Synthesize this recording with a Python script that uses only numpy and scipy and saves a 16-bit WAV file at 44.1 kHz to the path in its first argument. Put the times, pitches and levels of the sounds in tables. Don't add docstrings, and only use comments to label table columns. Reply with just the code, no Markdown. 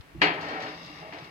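import sys
import numpy as np
from scipy import signal
from scipy.fft import rfft, irfft
from scipy.io import wavfile

SR = 44100
rng = np.random.default_rng(int(sys.argv[2]) if len(sys.argv) > 2 else 0)


def master_out(mix):
    frames = np.transpose(np.atleast_2d(mix))
    ceiling = np.clip(frames, -1, 1)
    pcm = np.round(ceiling * 32767).astype(np.int16)
    wavfile.write(sys.argv[1], SR, pcm)


N = 57330

# t/s, relative level/dB, chatter fade/s, treble limit f/Hz
DRIVE_KNOCKS = [(0.2111, -23, .003, 3000), (0.2161, 1.5, 0.0099, 13100), (0.2258, -11.5, 0.0073, 7000),
                (.269, -12.5, 0.0049, 3500), (.307, -15, 0.0097, 1800), (0.666, -22, 0.0042, 3480),
                (1.1226, -19, 0.0011, 1270), (1.133, -26.5, 0.02, 2000), (1.165, -24.5, 0.0035, 1000)]
# f/Hz, relative level/dB, time to fade by 60 dB/s
GATE_TONES = [(162.8, -10.5, 0.58), (298.2, 0.5, 0.33), (430.2, 2, 0.17), (695, -2.5, 0.69), (763, 1, 0.56),
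              (881.2, 7.5, 0.096), (991, -0.5, 0.37), (1300, 1.5, 0.38), (1775, 7.5, 0.15), (1882, 1, 0.42),
              (2245, 7, .19), (2322, 1, 0.41), (2672, -4.5, 0.3), (2900, -7.5, 0.32), (2974, -5, 0.46),
              (3230, -5, 0.37), (4290, -4, 0.26), (4380, 5.5, 0.13)]
# f/Hz, relative level/dB
BAR_COLOUR = [(60, -44), (200, -19.5), (310, 2), (520, -3), (850, 1.5), (1150, -5), (1900, 2.5),
              (2600, -1.5), (3250, -2), (3700, -7), (4500, -6), (5300, -18.5), (7500, -36), (9800, -40.5),
              (16000, -72)]
# f/Hz, time to fade by 60 dB/s
BAR_FADE = [(150, 0.35), (700, 0.61), (2200, 0.4), (4500, 0.28), (10000, 0.16)]
# t/s, relative level/dB
RATTLE_LEVEL = [(.3, -59), (.36, -36), (.395, -40.5), (.425, -33), (.46, -35), (.5, -33.5), (.56, -37),
                (.59, -44), (.615, -32.5), (.655, -39.5), (.71, -44.5), (.8, -57.5), (.99, -49), (1.1, -51),
                (1.14, -46.5), (1.21, -49), (1.3, -52)]
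# f/Hz, gain/dB
RATTLE_FILTER = [(100, 6), (310, 2.5), (520, -.5), (750, 0.5), (1300, 3.3), (2400, -4.5), (4000, -6.5),
                 (7000, -2.5)]

STRAIN_RESONANCES = [(244, 6.2, 3), (434, 11, -1), (574, 16, -1), (638, 16, -1), (775, 36, -3)]
STRAIN_LOUDNESS = [(.3, -83), (.44, -42), (.53, -41), (.66, -44.5), (.77, -52), (1.1, -74.5)]
GROAN_RESONANCES = [(433, 14, -3.5), (637.6, 9.4, 4.5), (744, 11, -2.5), (846, 22, -2.5), (915, 14, -11.5)]
GROAN_LOUDNESS = [(.98, -92), (1.029, -45), (1.081, -44.5), (1.117, -60), (1.17, -45.5), (1.24, -74)]
RUMBLE_RESONANCES = [(65, 35, -7), (136, 10.4, -1), (164, 7.5, 6), (310.5, 55, -5.5)]
RUMBLE_LOUDNESS = [(.12, -63.5), (.19, -44), (.33, -46), (.48, -48.5), (.58, -52.5), (.8, -52.5),
                   (1., -51.5), (1.2, -54), (1.3, -57)]
WHIRR_RESONANCES = [(710, 200, -3), (1180, 93, 3.5), (1920, 66, 1), (2090, 24, 4), (2189, 46, 3),
                    (2745, 67, 2.5), (2893, 32, -4.5)]
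WHIRR_LOUDNESS = [(.13, -67), (.2, -57.5), (.42, -47.5), (.7, -50.5), (1., -49.5), (1.07, -52), (1.19, -55),
                  (1.3, -51)]
SCRAPE_RESONANCES = [(3540, 380, -4), (3930, 98, 1.5), (4560, 250, -5), (5070, 99, 0.5), (5620, 130, -4.5)]
SCRAPE_LOUDNESS = [(.15, -92), (.38, -63), (.43, -55.5), (.59, -55), (.72, -51.5), (.99, -53.5),
                   (1.06, -61.5), (1.19, -57), (1.3, -61.5)]

# t/s, f/Hz, level/dB, rise/s
DRIVE_THUDS = [(0, 69, -36, 0.0026), (0.141, 61.6, -42.5, 0.01), (0.146, 327, -40, 0.01),
               (0.158, 157, -39.5, 0.0026), (0.172, 70.7, -41.5, 0.0087), (0.179, 139, -43.5, 0.014),
               (.305, 289, -38.5, 0.01), (0.626, 126.5, -46, .011), (0.867, 163, -41.5, 0.0096),
               (0.894, 297, -46, .012), (1.22, 143, -44, 0.0075)]
# t/s, level/dB, fade/s
CHAIN_CLINKS = [(.008, -46.5, 0.0055), (.337, -45.5, 0.019), (0.408, -44, 0.056), (.485, -44, 0.017),
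                (0.602, -46, 0.028), (0.621, -43, 0.028), (.687, -46, 0.0078), (.843, -47, 0.033),
                (1.132, -47.5, 0.017), (1.185, -48, 0.012), (1.243, -49, 0.014)]
# f/Hz, relative level/dB
CHAIN_COLOUR = [(300, -8), (1500, 9), (3000, 9), (4700, 11.5), (6200, -2), (9000, -22), (15000, -24)]
# f/Hz, relative level/dB
AIR_COLOUR = [(20, -43), (40, 3.5), (70, -4.5), (300, -5.5), (800, -6.5), (2500, -11.5), (4500, -18.5),
              (7000, -25), (11000, -26), (16000, -29)]
# f/Hz, level/dB
SCATTERED_SHARE = [(50, 6), (150, -37), (400, -47), (1000, -2), (2500, -6), (5000, 1.5), (9000, 10)]
# f/Hz, level/dB
LEFT_BALANCE = [(200, -1), (700, 0.5), (1300, 2.5), (2400, 8), (4400, 2.5), (8000, -12.5), (15000, -3)]
# f/Hz, delay/ms
LEFT_DELAY = [(300, 0.16), (700, 0.19), (1200, 0.36), (4000, 0.37)]

KNOCK_DB, CHATTER_DB = 13.5, -8.5
STRIKE_DB, STRIKE_FADE_S = -16, 0.0051
TONES_DB, RING_RISE_S = -4, 0.001
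RATTLES_PER_S, WHIRR_CONTACTS_PER_S, WHIRR_TOP_HZ = 500, 2700, 6800
TOOTH_HZ, TOOTH_DEPTH, TOOTH_WANDER = 88, 0.24, 0.0596
LINKS_PER_S, LINK_SPREAD_DB, LINK_FADE_S = 45, 2, .007
LINK_DB = -4.5
CLINK_RISE_S = 0.00068
AIR_DB, TOP_HZ = -57, 15870


def gate_ring():
    t = since(0)
    noise = colour(rng.standard_normal((2, N)), BAR_COLOUR)
    centres = np.log([hz for hz, _ in BAR_FADE])
    bars = tones = 0
    for weights, (_, fade_s) in zip(np.eye(len(centres)), BAR_FADE):
        band = shape(noise, lambda f: np.interp(np.log(f + 1), centres, weights))
        bars += band * undb(-60 * t / fade_s)
    for hz, db, fade_s in GATE_TONES:
        tone = np.sin(2 * np.pi * (hz * t + rng.random((2, 1))))
        tones += tone * undb(db - 60 * t / fade_s)
    strike = 1 + undb(STRIKE_DB) * np.exp(-t / STRIKE_FADE_S)
    onset = 1 - np.exp(-(t / RING_RISE_S) ** 2)
    ring = unit(bars * strike) + undb(TONES_DB) * unit(tones)
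    return unit(onset * ring) / np.sqrt(N)


def knocks(ring):
    push = np.zeros(N)
    for start, db, fade_s, treble_hz in DRIVE_KNOCKS:
        age = since(start)
        chatter = rng.standard_normal(N) * (age > 0) * np.exp(-age / fade_s)
        contact = undb(CHATTER_DB) * unit(chatter) / np.sqrt(N)
        contact[int(start * SR)] += 1
        push += undb(db) * butter_filter(contact, 1, treble_hz)
    return undb(KNOCK_DB) * signal.fftconvolve(ring, push[None])[:, :N]


def rattle(spots=3):
    pull = curve(RATTLE_LEVEL) * tooth_pull()
    ringing = 0
    for _ in range(spots):
        ring = gate_ring()
        taps = clicks(RATTLES_PER_S / spots, spread_db=0) * pull
        ringing += signal.fftconvolve(ring, taps[None])[:, :N]
    return colour(ringing, RATTLE_FILTER) / np.sqrt(spots)


def rubbing(resonances, loudness):
    hum = resonate(rng.standard_normal((2, N)), resonances)
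    hum = butter_filter(hum, 2, [220, 1200], "bandpass")
    return unit(hum) * curve(loudness) * tooth_pull()


def wheel_rumble():
    rumble = resonate(rng.standard_normal((2, N)), RUMBLE_RESONANCES)
    rumble = butter_filter(rumble, 3, [50, 900], "bandpass")
    return unit(rumble) * curve(RUMBLE_LOUDNESS)


def drive_thuds():
    thuds = 0
    for start, hz, db, rise_s in DRIVE_THUDS:
        age = since(start)
        swell = age / rise_s * np.exp(1 - age / rise_s)
        phase = np.array([[0], [rng.random()]])
        thuds += undb(db) * swell * np.sin(2 * np.pi * (hz * age + phase))
    return thuds


def tooth_pull():
    wander = unit(shape(rng.standard_normal(N), lambda f: f < 10))
    rate_hz = TOOTH_HZ * (1 + TOOTH_WANDER * wander)
    return unit(1 + TOOTH_DEPTH * np.sin(2 * np.pi * np.cumsum(rate_hz) / SR))


def running_metal(resonances, loudness):
    contacts = np.array([clicks(WHIRR_CONTACTS_PER_S, spread_db=2) for _ in range(2)])
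    ringing = butter_filter(resonate(contacts, resonances), 4, WHIRR_TOP_HZ)
    return unit(ringing) * curve(loudness)


def chain_clinks(clinks):
    bursts = 0
    for start, db, fade_s in clinks:
        age = since(start)
        bursts += undb(db) * (1 - np.exp(-age / CLINK_RISE_S)) * np.exp(-age / fade_s)
    return unit(colour(rng.standard_normal((2, N)), CHAIN_COLOUR)) * bursts


def chain_ticks():
    count = int(LINKS_PER_S * N / SR)
    timing, strength = rng.standard_normal((count, 2)).T
    starts = (np.arange(count) + timing / 2) / LINKS_PER_S
    ticks = chain_clinks([(s, db, LINK_FADE_S) for s, db in zip(starts, LINK_SPREAD_DB * strength)])
    return undb(LINK_DB) * unit(ticks) * curve(SCRAPE_LOUDNESS)


def outdoor_air():
    return undb(AIR_DB) * unit(colour(rng.standard_normal((2, N)), AIR_COLOUR))


def microphones(pair):
    f = np.arange(N + 1) * SR / (2 * N)
    share = undb(at_hz(SCATTERED_SHARE, f))
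    direct, scattered = shape(pair, lambda f: np.array([np.ones_like(f), share]) / np.hypot(1, share))
    lean_left = undb(at_hz(LEFT_BALANCE, f) / 2)
    delay = np.exp(-2j * np.pi * f * at_hz(LEFT_DELAY, f) / 1000)
    return shape(np.array([direct + scattered, direct - scattered]),
                 lambda f: np.array([lean_left * delay, 1 / lean_left]))


def clicks(per_s, spread_db):
    hits = (rng.random(N) < per_s / SR) * rng.choice([-1, 1], N)
    return unit(hits * undb(spread_db * rng.standard_normal(N)))


def resonate(x, table):
    return sum((-1) ** k * undb(db) * signal.lfilter(*signal.iirpeak(hz, hz / width, fs=SR), x)
               for k, (hz, width, db) in enumerate(table))


def butter_filter(x, order, hz, kind="lowpass"):
    return signal.sosfilt(signal.butter(order, hz, kind, fs=SR, output="sos"), x)


def shape(x, response):
    return irfft(rfft(x, 2 * N) * response(np.arange(N + 1) * SR / (2 * N)))[..., :N]


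def colour(x, table):
    return shape(x, lambda f: undb(at_hz(table, f)))


def at_hz(table, hz):
    f, values = np.array(table).T
    return np.interp(np.log(np.maximum(hz, 1)), np.log(f), values)


def curve(table):
    return undb(np.interp(since(0), *np.array(table).T))


def since(start):
    return np.maximum(np.arange(N) / SR - start, 0)


def undb(db):
    return 10 ** (np.asarray(db) / 20)


def unit(x):
    return x / np.sqrt(np.mean(x ** 2))


def scene():
    gate = knocks(gate_ring()) + rattle() + wheel_rumble()
    strain = rubbing(STRAIN_RESONANCES, STRAIN_LOUDNESS)
    groan = rubbing(GROAN_RESONANCES, GROAN_LOUDNESS)
    whirr = running_metal(WHIRR_RESONANCES, WHIRR_LOUDNESS)
    scrape = running_metal(SCRAPE_RESONANCES, SCRAPE_LOUDNESS)
    drive = whirr + scrape + chain_clinks(CHAIN_CLINKS) + chain_ticks() + drive_thuds()
    return microphones(gate + strain + groan + drive) + outdoor_air()


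def record(dry):
    return signal.sosfilt(signal.ellip(10, .1, 70, TOP_HZ, fs=SR, output="sos"), dry)


dry = scene()
out = record(dry)
master_out(out)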